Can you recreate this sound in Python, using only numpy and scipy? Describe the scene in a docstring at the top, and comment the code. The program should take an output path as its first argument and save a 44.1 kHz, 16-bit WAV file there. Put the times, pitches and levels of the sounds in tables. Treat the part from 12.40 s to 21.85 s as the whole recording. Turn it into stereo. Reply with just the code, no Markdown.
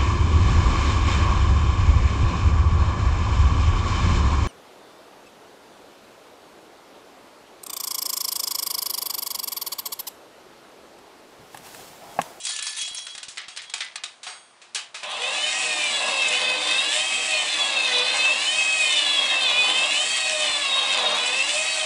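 """Workshop bench: a steel model mixer truck, close to a mono microphone, in faint shop air and hum.
Metal parts scrape and click: coloured noise grains and bursts, with sines for singing and ringing steel.
Then a small geared motor starts and turns the drum: gear-tone sines and noise bursts timed by the teeth.
The drum drags the motor down once a turn: the gears grind under load, and it hisses when running free."""
import sys
import numpy as np
from scipy import signal
from scipy.fft import rfft, irfft, next_fast_len
from scipy.io import wavfile
from scipy.ndimage import uniform_filter1d, map_coordinates

SR = 44100
rng = np.random.default_rng(int(sys.argv[2]) if len(sys.argv) > 2 else 0)


def digitize_waveform(pressure):
    """Quantize a signal to 16-bit integers and store it at the path in sys.argv[1].

    Rows of a 2-D input are taken as channels; values are limited to [-1, 1].
    """
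    field = np.atleast_2d(pressure).T
    bounded = np.clip(field, -1, 1)
    quanta = np.round(bounded * 32767).astype(np.int16)
    wavfile.write(sys.argv[1], SR, quanta)


N = 416744
TIME = np.arange(N) / SR  # [s]
EDGE_HZ = 10150  # upper band limit

# Motor start, as tooth rate of the first gear; START_SHARE is the speed share missing at switch-on
START_S, SPIN_UP_S, START_SHARE, FREE_HZ = 2.62, 0.62, 0.522, 639.6
# Drum's heavy side lifted each turn: (time [s], time to the top [s], speed lost [Hz])
DRUM_LIFTS = [(3.165, 0.97, 125.1), (4.828, 0.83, 124.9), (6.318, 0.85, 120.9), (7.755, 0.98, 91.87),
              (9.294, 1, 118)]
# Past the top the load falls away; the curves are exponents
TIP_S, LIFT_CURVE, TIP_CURVE = 0.543, 1.245, 1.802
# Gears bind: (time [s], half length [s], speed lost [Hz], extra grinding [dB], extra hiss [dB])
GEAR_SNAGS = [(3.562, .07, 8.5, 3, 2), (3.688, 0.023, 1, 6.5, 1), (3.938, 0.1, 17.5, 0.5, 3),
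              (4.271, 0.076, 7.5, 1, 3.5), (5.244, 0.051, 0, 3.5, 3.5), (5.563, .083, 25, 1, 0),
              (5.875, 0.048, 4, 0.5, 2.5), (7.117, 0.052, 26, 0.5, -3), (7.27, 0.15, 19.5, 2.5, 5.5),
              (8.316, 0.16, 29, 0, 0.5), (8.664, 0.12, 62, 7.5, -9), (8.846, 0.19, 49.5, 1, 2)]
# Base levels (running free [dB], at the top of the lift [dB])
GRIND_DB, RUMBLE_DB, CHATTER_DB = (-40.5, -35), (-50.5, -45.5), (-27.5, -27.5)
RUMBLE_FADE_DB_PER_S = 0.6  # the microphone moves round the truck
HISS_AT_FREE_DB, HISS_DB_PER_OCTAVE, HISS_TIPPING_DB = -31, 27, 1.5
SUPPLY_HZ, SUPPLY_DB = 116, -69  # low hum while the motor draws current

# Gear tones: (multiple of the tooth rate [-], relative level [dB])
GEAR_ORDERS = [(.4, -24.5), (.537, -20), (.6, -23), (1.2, -4), (1.8, -12), (2, -3.5), (2.4, -9), (3, 0),
               (3.6, -6.5), (4, -1), (4.2, -11.5), (4.8, -9), (5, -0.5), (5.4, -15.5), (6, -1.5),
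               (6.6, -10.5), (7, 0), (7.2, -6), (8, -0.5), (9, 2.5), (10, 0.5), (11, -2)]
# Gear-tone level against pitch; the drum rings near 2.6 kHz: (frequency [Hz], level [dB])
WHINE_RESPONSE = [(220, -37), (280, -46), (312, -28.5), (345, -41), (560, -49.5), (660, -49), (750, -40),
                  (950, -41), (1130, -37.5), (1300, -43.5), (1900, -38), (2350, -37), (2500, -30.5),
                  (2620, -26.5), (2800, -34.5), (3050, -32), (3300, -31.5), (3700, -33.5), (4000, -36.5),
                  (4500, -39), (5100, -45.5), (6500, -51)]
# One gear tone rings out or sinks: (time [s], half length [s], multiple of tooth rate [-], extra [dB])
TONE_FLARES = [(2.82, 0.071, 1, 4), (2.832, 0.067, 6, 7), (2.824, 0.061, 7, 6.5), (2.986, 0.096, 5, 6),
               (3.27, .06, 5, -19), (3.25, 0.092, 6, -12), (3.295, 0.15, 1.2, 4), (3.423, 0.081, 4, 11.5),
               (3.43, .08, 6, 2), (3.48, 0.074, 5, 9), (4.05, 0.52, 1, 4), (4.114, .06, 5, 5),
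               (4.24, 0.06, 5, -6.5), (4.378, 0.038, 7, 8), (4.486, 0.21, 5, 5.5), (4.45, 0.19, 6, 0),
               (4.63, 0.054, 4, -4), (4.8, 0.2, 1.2, 6.5), (4.95, 0.052, 4, 8.5), (4.984, 0.051, 5, 9),
               (5.206, 0.11, 6, 9), (5.42, 0.044, 6, -5), (5.48, 0.63, 7, 3.5), (5.6, 0.18, 1, 3),
               (5.607, 0.42, 8, 6.5), (5.856, 0.08, 6, 8.5), (6.01, 0.17, 5, 8.5), (6.317, 0.18, 4, 11),
               (6.578, 0.13, 5, 12), (6.683, .06, 7, 2), (6.727, 0.38, 6, 11), (6.833, .06, 8, 8),
               (7.09, 0.099, 8, 10.5), (7.12, 0.42, 7, 6.5), (7.172, 0.084, 5, 10), (7.286, 0.21, 6, 8),
               (7.58, 0.14, 5, 10), (7.755, 0.11, 7, 9), (7.971, 0.16, 1, 4.5), (8.122, 0.33, 6, 5.5),
               (8.33, 0.21, 7, 8.5), (8.477, 0.045, 6, 4), (8.604, 0.17, 5, -3), (8.696, 0.17, 8, 11),
               (8.957, 0.15, 5, 2.5), (9.3, 0.066, 6, 6), (9.297, 0.065, 7, 10.5), (9.304, 0.31, 1, 7)]
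# Narrow drum modes: (frequency [Hz], width [Hz], relative level [dB])
DRUM_MODES = [(2516, 32, -3), (2596, 36, -0.5), (2655, 38, -4), (2820, 30, -7.5), (2970, 35, -12.5),
              (3260, 35, -3), (3410, 25, -5), (3550, 50, 0), (3620, 42, -2), (3970, 36, -1), (4114, 10, -4)]
# First gear's note; the chassis booms at some speeds: (tooth rate [Hz], level [dB])
CHASSIS_RESPONSE = [(430, -58), (495, -42.5), (515, -47.5), (545, -44.5), (568, -53), (595, -44.5),
                    (618, -39), (630, -43.5), (642, -49.5)]
# Steel body resonances: (frequency [Hz], width [Hz], lift [dB])
BODY_MODES = [(233, 56, 8), (303.7, 6.1, 8), (484, 19, 9.5), (787, 20, 4.5), (893, 50, 3.5),
              (1048, 22, 6.5), (1144, 15, -1.5), (1540, 160, 0.5), (1590, 70, 2), (1692, 32, 16.5),
              (1884, 72, 10), (2112, 90, 10.5), (2560, 310, 9), (2940, 200, 4), (3220, 45, 8),
              (3670, 1000, 8.5)]
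# Grinding spectrum: (frequency [Hz], density [dB per Hz])
GRIND_SPECTRUM = [(30, -79), (200, -30), (400, -33), (520, -6), (650, 4.5), (800, 0), (1030, 0.5),
                  (1350, -2.5), (2000, -34), (3000, -28), (6000, -34)]
# Low gear rumble spectrum: (frequency [Hz], relative level [dB])
RUMBLE_SPECTRUM = [(30, -34.5), (55, -25), (90, -17), (120, -1.5), (165, -6), (215, 4.5), (300, 4),
                   (450, 8), (700, -1), (1500, -27)]
# Tooth chatter spectrum: (frequency [Hz], relative level [dB])
CHATTER_SPECTRUM = [(300, -40), (1300, -14.5), (1800, -7), (2350, -6.5), (2700, -4), (3700, -6.5),
                    (4400, -7), (5500, -6.5), (10000, -8.5)]
# Brush hiss spectrum: (frequency [Hz], relative level [dB])
HISS_SPECTRUM = [(1000, -21.5), (3000, -38.5), (5000, 1), (6300, -0.5), (7700, 12), (8800, 4.5),
                 (10000, -0.5)]
# Short spits of hiss: (time [s], half length [s], extra [dB])
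HISS_SPITS = [(3.887, 0.0086, 12.5), (4.564, 0.037, 5.5), (5.77, .016, 8.5), (6.427, 0.061, 1),
              (7.66, 0.12, 2), (8.02, 0.12, 2.5), (8.867, .018, 10.5), (9.158, 0.052, 5.5)]

# Short strokes of steel sliding on steel: (time [s], hold [s], relative level [dB])
SLIDE_STROKES = [(0.0, 0.013, -31.5), (0.037, .01, -35), (0.049, 0.065, -29.5), (0.228, 0.13, -32.5),
                 (0.366, 0.041, -29), (0.545, 0.034, -34), (0.665, 0.037, -45.5)]
# Sliding contact spectrum: (frequency [Hz], density [dB per Hz])
SLIDE_SPECTRUM = [(100, -36), (400, -30), (750, -9), (1500, -7), (2600, 0.5), (4200, 5), (6000, 3),
                  (8000, 5.5), (10000, 9.5)]
# The sliding part sings: (time [s], hold [s], level [dB])
SLIDE_SINGS = [(0.0, 0.045, -41), (0.055, 0.022, -39), (0.2, 0.088, -40), (0.375, 0.081, -35.5),
               (0.5, 0.15, -43), (0.68, 0.078, -43), (1.11, .06, -55), (1.24, 0.063, -50)]
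# Tones of the singing part: (frequency [Hz], relative level [dB])
SING_PARTIALS = [(3322, -2), (4005, -11), (4570, -16), (5825, -21), (6401, -32), (7467, -32)]
# Lower squeaks: (time [s], hold [s], level [dB], pitch [Hz])
SLIDE_SQUEAKS = [(0.09, 0.29, -47, 1740), (1.408, 0.077, -44, 2000)]
# An edge rasps over the steel after some clicks: (time [s], hold [s], level [dB])
EDGE_RASPS = [(0.972, .008, -32), (1.174, .004, -35.5), (1.405, 0.012, -29.5)]
# Rasp spectrum: (frequency [Hz], density [dB per Hz])
RASP_SPECTRUM = [(300, -55), (1000, -20), (1350, -11), (1750, -7.5), (2020, -1.5), (2400, -8), (3300, -6.5),
                 (5000, -12.5), (10000, -35)]

# Clicks of metal parts: (time [s], relative level [dB], brightness as centre frequency [Hz], chatter t60 [s],
# relative ring [dB], peak of the snap of first contact [dB])
METAL_CLICKS = [(0.051, -14.5, 8100, 0.057, -39, -24), (0.068, -15.5, 5030, 0.04, -42, -23),
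                (0.091, -16, 8000, 0.03, -47, -26), (0.118, -21, 7000, .04, -45, -22),
                (0.162, -15.5, 6400, 0.046, -38, -26), (0.19, -18, 4200, 0.012, -48, -11),
                (0.193, -17, 3900, 0.02, -48, -21), (0.224, -14, 7550, 0.053, -40, -18),
                (0.267, -14, 4200, 0.12, -39, -25), (0.388, -27, 6500, 0.04, -38, -24),
                (0.413, -17, 6000, 0.04, -38, -24), (0.477, -19.5, 4200, 0.074, -25, -22),
                (0.549, -25, 7500, 0.03, -45, -18), (0.584, -23, 3320, 0.074, -37, -19),
                (0.668, -20.5, 3320, 0.052, -42, -16), (0.751, -22.5, 3660, 0.036, -46, -18),
                (0.779, -21.5, 3380, 0.071, -42, -19), (0.830, -20, 4320, 0.088, -46, -20),
                (0.883, -24, 5400, 0.21, -25, -26), (0.959, -35, 4500, 0.06, -50, -34),
                (0.973, -23.5, 2380, 0.084, -53, -16), (0.98, -23, 4500, .03, -50, -23),
                (1.014, -30, 1970, 0.09, -48, -28), (1.083, -24, 2750, 0.053, -25, -20),
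                (1.164, -25, 3460, 0.06, -47, -16), (1.173, -18.5, 3840, 0.046, -36, -12),
                (1.219, -29, 3960, 0.18, -37, -18), (1.297, -24, 4140, 0.058, -47, -32),
                (1.338, -10.5, 3180, 0.021, -32, -12), (1.38, -25, 4400, 0.05, -48, -24),
                (1.406, -18, 3300, 0.091, -55, -11), (1.446, -26, 3400, 0.042, -57, -25),
                (1.557, -15.5, 3740, 0.04, -58, -17), (1.637, -15.5, 3870, 0.016, -32, -9),
                (1.641, -21, 3900, .02, -45, -8), (1.831, -24.5, 3760, 0.4, -35, -45),
                (1.866, -22, 1490, 0.052, -21.5, -23), (2.216, -34, 2500, 0.34, -48, -50),
                (2.347, -12.5, 5530, 0.076, -47, -35), (2.356, -13.5, 3150, 0.22, -39, -13),
                (2.544, -21.5, 2530, 0.39, -37, -28), (2.631, -20.5, 2400, 0.13, -37, -53)]
# Click spectrum: (frequency [Hz], density [dB per Hz])
CLICK_SPECTRUM = [(60, -54), (300, -22), (650, -7.5), (1200, -2.5), (2000, 2), (3800, 5.5), (5500, 1.5),
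                  (8000, 2), (10000, -3)]
# Ringing steel parts: (frequency [Hz], relative level [dB], t60 [s])
STEEL_MODES = [(725, 3.5, 0.082), (1310, -7, 0.31), (2070, -14, 0.33), (2880, -13, 0.19), (3290, -12, 0.8),
               (4600, -5, 0.54), (5100, -9, .3), (5640, -4, 0.24), (6580, -8, 0.53), (8170, -6, 0.6),
               (9044, -15, 0.89), (9500, -13.5, 1)]
# Soft low bumps: (time [s], peak [dB])
LOW_BUMPS = [(0.229, -47), (0.429, -42), (0.514, -38), (0.55, -46), (0.751, -40), (0.884, -37),
             (1.082, -41), (1.359, -48), (3.879, -39), (8.099, -29)]

# Shop reverberation: (frequency [Hz], t60 [s])
ROOM_DECAY = [(150, 0.14), (700, 0.31), (2000, 0.31), (5000, 0.19), (10000, 0.023)]
# Shop air spectrum: (frequency [Hz], relative level [dB])
AIR_SPECTRUM = [(30, -34.5), (70, -21), (120, -11), (170, -8), (250, -4.5), (340, -5.5), (450, -2),
                (650, 2.5), (1000, 2.5), (2000, -3), (5000, -8.5), (10000, -17.5)]
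AIR_RMS_DB = -55.5
# Faint steady shop hum: (frequency [Hz], level [dB])
SHOP_HUMS = [(120, -80.5), (352, -72.5)]


def motor(waver=0.0025, loaded_waver=0.004, start_load=0.84, start_whine_db=-12, start_hum_db=-18,
          start_chatter_db=-12, start_rumble_db=-17, attack_s=0.02, surge_db=1.0):
    """Drum load sets shaft speed; both drive whine, hum, grinding, tooth chatter and brush hiss."""
    load, tipping, lost_hz = drum()
    snag_hz, snag_grind_db, snag_hiss_db = snags()
    starting = np.clip(1 - (TIME - START_S) / SPIN_UP_S, 0, 1) ** 2
    unsteadiness = 1 + (waver + loaded_waver * (load + starting)) * wander(35)
    tooth_hz = (FREE_HZ - lost_hz - snag_hz) * (1 - START_SHARE * starting) * unsteadiness
    teeth = np.cumsum(tooth_hz) / SR
    strain = load + start_load * np.sqrt(starting)  # getting the drum moving is work too
    binding = amp(snag_grind_db + surge_db * wander(12))

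    grind = rattle(teeth / 5, GRIND_SPECTRUM, spread_db=2.0, sharp=0.9, lump_db=0.27, lump_hz=44.6)
    grind *= between(*GRIND_DB, strain) * binding

    rumble = rattle(teeth / 10, RUMBLE_SPECTRUM, spread_db=0.5, sharp=0.86, lump_db=1.5, lump_hz=20)
    rumble_trim_db = start_rumble_db * starting - RUMBLE_FADE_DB_PER_S * (TIME - START_S)
    rumble *= between(*RUMBLE_DB, strain) * binding * amp(rumble_trim_db)

    chatter = rattle(teeth, CHATTER_SPECTRUM, spread_db=4.0, sharp=1.0, lump_db=1.4, lump_hz=30.16)
    chatter = shimmer(chatter, depth_db=2, patch_hz=140.8, patch_s=0.09)
    chatter *= between(*CHATTER_DB, load) * amp(start_chatter_db * starting)

    hiss = rattle(teeth, HISS_SPECTRUM, spread_db=0.5, sharp=1.5, lump_db=0.9, lump_hz=60.8)
    hiss = shimmer(hiss, depth_db=2.5, patch_hz=110.3, patch_s=0.2)
    hiss_db = HISS_AT_FREE_DB + HISS_DB_PER_OCTAVE * np.log2(tooth_hz / FREE_HZ)
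    hiss_db = hiss_db + HISS_TIPPING_DB * tipping + snag_hiss_db
    hiss_db = hiss_db + sum(db * bell(s, half_s) for s, half_s, db in HISS_SPITS)
    hiss *= amp(hiss_db)

    supply = amp(SUPPLY_DB + 3 * wander(20)) * np.sin(2 * np.pi * SUPPLY_HZ * TIME + 2 * wander(27))
    tones = amp(start_whine_db * starting) * whine(tooth_hz, teeth, strain)
    tones += amp(start_hum_db * starting ** 2) * hum(tooth_hz, teeth)
    switched_on = np.clip((TIME - START_S) / attack_s, 0, 1)
    return switched_on * (tones + grind + rumble + chatter + hiss + supply)


def drum():
    """Load (0-1), tipping over the top (0-1), speed lost [Hz]: slow lift, quick release each turn."""
    load, tipping, lost_hz = np.zeros((3, N))
    for s, lift_s, sag_hz in DRUM_LIFTS:
        up = np.clip((TIME - s) / lift_s, 0, 1)
        over = np.clip((TIME - s - lift_s) / TIP_S, 0, 1)
        weight = np.sin(np.pi / 2 * up) ** LIFT_CURVE * np.cos(np.pi / 2 * over ** TIP_CURVE) ** 2
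        load += weight
        tipping += np.sin(np.pi * over)
        lost_hz += sag_hz * weight
    return load, tipping, lost_hz


def snags():
    """Speed lost [Hz], extra grinding [dB] and extra hiss [dB] while the gears bind."""
    return sum(np.outer(effects, bell(s, half_s)) for s, half_s, *effects in GEAR_SNAGS)


def whine(tooth_hz, teeth, load, flutter_db=2.5, flutter_hz=55, fade_db=1.2, fade_hz=14,
          slip_rad=0.03, bound_slip_rad=0.055, free_db=-0.27, loaded_db=0.5):
    """Gear tones sweep through drum and body resonances, fluttering with the uneven teeth."""
    # the teeth slip more while the gears bind
    play_rad = (slip_rad + bound_slip_rad * amp(snags()[1])) * wander(90)
    tones = np.zeros(N)
    for k, db in GEAR_ORDERS:
        # uneven teeth, shifting reflections
        loose_db = flutter_db * wander(flutter_hz) + fade_db * wander(fade_hz)
        level_db = db + read(WHINE_RESPONSE, k * tooth_hz) + flare(k) + loose_db
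        backlash_rad = 0.02 * k * wander(70)
        phase_rad = k * (2 * np.pi * teeth + play_rad) + backlash_rad + 2 * np.pi * rng.random()
        tones += amp(level_db) * np.sin(phase_rad)
    return between(free_db, loaded_db, load) * room(drum_ring(tones), wet_db=-9.5)


def flare(multiple):
    """Extra level [dB] over time for one gear tone."""
    return sum(db * bell(s, half_s) for s, half_s, k, db in TONE_FLARES if abs(k - multiple) < 0.15)


def drum_ring(x, direct_db=-1.5):
    """The drum's narrow modes catch each passing tone and ring on after it."""
    size = next_fast_len(N + 8192)
    hz = np.fft.rfftfreq(size, 1 / SR)
    modes = sum(amp(db) / (1 + 2j * (hz - f) / width) for f, width, db in DRUM_MODES)
    return irfft(rfft(x, size) * amp(direct_db) * (1 + modes), size)[:N]


def hum(tooth_hz, teeth, flutter_db=2, fade_db=2.0):
    """The first gear's own note, swelling and sinking as it passes the chassis resonances."""
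    note = amp(flutter_db * wander(40)) * np.sin(2 * np.pi * teeth)
    note = steady(room(note, wet_db=-10.0))
    return amp(read(CHASSIS_RESPONSE, tooth_hz) + flare(1) + fade_db * wander(9)) * note


def rattle(contacts, spectrum, spread_db, sharp, lump_db, lump_hz):
    """Every contact lands with its own force and sends a short noise burst into the body; rms 1."""
    force = amp(spread_db * rng.standard_normal(N))[contacts.astype(int)]
    decay = np.exp(-sharp * (contacts % 1))
    bursts = force * decay * amp(lump_db * wander(lump_hz)) * rng.standard_normal(N)
    bursts = colour(bursts, lambda hz: read(spectrum, hz) + body_db(hz))
    return unit(room(bursts, wet_db=-4.5))


def body_db(hz):
    """How much the steel body lifts each frequency [dB]."""
    return sum(db / (1 + (2 * (hz - f) / width) ** 2) for f, width, db in BODY_MODES)


def slide(grain_db=6, grain_hz=420, clump_db=2, clump_hz=90, snag_db=-8, snags_per_s=150,
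          beat=0.25, drift_rad=0.95):
    """Steel catches on steel in small grains and sharp snags, and the rubbed part sings."""
    scrape = np.zeros(N)
    for contact_hz in (1500, 3030, 4180, 5870, 7000, 9200):  # each contact has its own colour
        grains = rng.standard_normal(N) * amp(grain_db * wander(grain_hz) + clump_db * wander(clump_hz))
        band_db = lambda hz: -10 * np.log10(1 + ((hz - contact_hz) / 900) ** 4)
        scrape += colour(grains, lambda hz: read(SLIDE_SPECTRUM, hz) + band_db(hz))

    catches = rng.random(N) * (rng.random(N) < snags_per_s / SR)
    # each tick decays over 60 samples
    ticks = signal.lfilter([1], [1, -np.exp(-1 / 60)], catches) * rng.standard_normal(N)
    ticks = colour(ticks, lambda hz: read(SLIDE_SPECTRUM, hz))
    scrape = room(unit(scrape) + amp(snag_db) * unit(ticks), wet_db=-4.5)
    scrape = shimmer(scrape, depth_db=3.0, patch_hz=168.7, patch_s=0.0486)

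    def tone(hz):
        """Sine with wavering level and phase."""
        return (1 + beat * wander(25.1)) * np.sin(2 * np.pi * hz * TIME + drift_rad * wander(21.0))

    song = unit(sum(amp(db) * tone(hz) for hz, db in SING_PARTIALS))
    mix = amp(-2.5) * swells(SLIDE_STROKES, attack_s=0.0013, fall_db_per_s=117) * scrape
    mix += swells(SLIDE_SINGS, attack_s=0.02, fall_db_per_s=142) * song
    for *row, hz in SLIDE_SQUEAKS:
        mix += swells([row], attack_s=0.021, fall_db_per_s=300) * tone(hz)
    return mix


def rasp(grain_db=3, grain_hz=300):
    """A steel edge drags briefly, with a dull, grainy ring."""
    grains = rng.standard_normal(N) * amp(grain_db * wander(grain_hz))
    grains = colour(grains, lambda hz: read(RASP_SPECTRUM, hz))
    return swells(EDGE_RASPS, attack_s=0.0022, fall_db_per_s=194) * unit(room(grains, wet_db=-15))


def clicks(tilt_db_per_octave=4, centre_hz=3500, crack_t60_s=0.02, chatter_db=-6, heavy_db=7,
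           rise_s=0.0016, clank_db=12.0, clank_t60_s=0.37, own_db=4, own_width=0.043, snap_hz=6000):
    """A hard snap and crack, chatter as the part settles, and a ring of steel over a dense clank."""
    mix, t = np.zeros(N), np.arange(SR // 2) / SR

    def dying(t60_s):
        """Soft-onset exponential decay."""
        return np.exp(-np.log(1000) * t / max(t60_s, 1e-3)) * (1 - np.exp(-t / rise_s))

    lead = SR // 100  # samples, room for the filters' pre-ring
    snap_db_at = lambda hz: read(CLICK_SPECTRUM, hz) - 10 * np.log10(1 + (hz / snap_hz) ** 4)
    snap = colour(signal.unit_impulse(2 * lead, lead), snap_db_at)
    for s, db, bright_hz, t60_s, ring_db, snap_db in METAL_CLICKS:
        # hard contacts are bright; heavy, dull ones ring the whole body
        hardness = np.log2(bright_hz / centre_hz)
        ringing = amp(ring_db - heavy_db * hardness)
        envelope = dying(crack_t60_s) + amp(chatter_db) * dying(t60_s)
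        envelope += ringing * amp(clank_db) * dying(clank_t60_s)
        burst = rng.standard_normal(len(t)) * envelope

        slope = lambda hz: tilt_db_per_octave * hardness * np.log2(np.clip(hz, 700, 10000) / centre_hz)
        # the struck part's own resonance
        own = lambda hz: own_db / (1 + ((hz / bright_hz - 1) / own_width) ** 2)
        burst_db_at = lambda hz: read(CLICK_SPECTRUM, hz) + slope(hz) + own(hz) - 60 * (hz > EDGE_HZ)
        burst = colour(np.pad(burst, (lead, 0)), burst_db_at)
        burst /= burst[lead:lead + SR // 200].std()  # level set by the first 5 ms

        ring = sum(amp(d) * dying(life_s) * np.sin(2 * np.pi * hz * t) for hz, d, life_s in STEEL_MODES)
        add(mix, s - lead / SR, 0.33 * amp(db) * burst)
        add(mix, s - lead / SR, amp(snap_db) * snap / snap.max())
        add(mix, s, amp(db) * ringing * ring)
    return amp(-2.0) * room(mix, wet_db=-9.5)


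def bumps(rise_s=0.00018):
    """Brief low pushes: one-sided pulses that rise fast and decay."""
    mix, u = np.zeros(N), np.arange(SR // 20) / SR / rise_s
    for s, db in LOW_BUMPS:
        add(mix, s - rise_s, amp(db) * u * np.exp(1 - u))
    return mix


def shop_air():
    """Quiet coloured noise with faint, slightly wavering hum tones."""
    air = colour(rng.standard_normal(N), lambda hz: read(AIR_SPECTRUM, hz))
    air = amp(AIR_RMS_DB) * unit(air)
    for hz, db in SHOP_HUMS:
        air += amp(db + 2.7 * wander(9.8)) * np.sin(2 * np.pi * hz * TIME + wander(11))
    return air


def room(x, wet_db):
    """Direct sound plus dense reflections from the cluttered shop, each band dying at its own speed."""
    taps = rng.standard_normal(SR // 2) * (rng.random(SR // 2) < 0.1)
    taps[:SR // 400] = 0  # 2.5 ms before the first reflection
    hz, t, z = signal.stft(taps, SR, nperseg=256)
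    decay_db = -60 * t / read(ROOM_DECAY, hz)[:, None]
    tail = signal.istft(z * amp(decay_db), SR, nperseg=256)[1]
    wet = signal.oaconvolve(x, tail / np.linalg.norm(tail))[:N]
    return (x + amp(wet_db) * wet) / np.sqrt(1 + amp(2 * wet_db))


def shimmer(x, depth_db, patch_hz, patch_s):
    """Narrow resonances come and go as the contact moves over the steel; rms 1."""
    hz, t, z = signal.stft(x, SR, nperseg=1024, noverlap=768)
    places = np.meshgrid(hz / patch_hz, t / patch_s, indexing="ij")
    field = map_coordinates(rng.standard_normal((400, 400)), places, order=1, mode="wrap")
    shimmered = signal.istft(z * amp(depth_db * unit(field)), SR, nperseg=1024, noverlap=768)[1]
    return unit(shimmered[:N])


def swells(rows, attack_s, fall_db_per_s):
    """Gain over time for rows of (time [s], hold [s], level [dB]): each rises, holds and dies away."""
    gain = np.zeros(N)
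    for s, hold_s, db in rows:
        fall_db = fall_db_per_s * np.maximum(TIME - s - hold_s, 0)
        gain += np.clip((TIME - s) / attack_s, 0, 1) * amp(db - fall_db)
    return gain


def bell(s, half_s):
    """Gaussian bump of height 1, down to 1/e at half_s from its centre."""
    return np.exp(-((TIME - s) / half_s) ** 2)


def between(free_db, loaded_db, load):
    """Gain that moves from its free level to its loaded level."""
    return amp(free_db + (loaded_db - free_db) * load)


def wander(rate_hz):
    """Smooth chance of rms 1 that changes at about the given rate."""
    steps = uniform_filter1d(np.repeat(rng.standard_normal(4000), 4), size=4)
    return unit(np.interp(TIME * rate_hz * 4, np.arange(len(steps)), steps))


def steady(x):
    """Holds the rms near 1 over each tenth of a second, keeping the faster flutter."""
    power = np.abs(uniform_filter1d(x ** 2, size=4410))
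    return x / np.sqrt(power + 1e-4 * power.mean())


def colour(x, db_at):
    """Filters x by a function from Hz to dB."""
    size = next_fast_len(len(x) + 2048)
    return irfft(rfft(x, size) * amp(db_at(np.fft.rfftfreq(size, 1 / SR))), size)[:len(x)]


def read(points, hz):
    """Reads a table's second column on a log-frequency axis."""
    f, value = np.transpose(points)
    return np.interp(np.log(hz + 1), np.log(f), value)


def add(mix, s, sound):
    """Mixes a sound in at a time [s]."""
    part = mix[max(round(s * SR), 0):][:len(sound)]
    part += sound[:len(part)]


def unit(x):
    """Scales to rms 1."""
    return x / np.sqrt(np.mean(x ** 2) + 1e-20)


def amp(db):
    """Decibels to gain."""
    return np.exp(np.asarray(db) * (np.log(10) / 20))


def scene():
    """All sources sum at one microphone; the same signal feeds both channels."""
    air = shop_air()
    mono = motor() + slide() + rasp() + clicks() + bumps() + air
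    return np.array([mono, mono])


def record(dry):
    """Steep linear-phase low-pass at the band limit."""
    lowpass = signal.firwin(601, EDGE_HZ, window=("kaiser", 9), fs=SR)
    return signal.oaconvolve(dry, lowpass[None], "same")


dry = scene()
out = record(dry)
digitize_waveform(out)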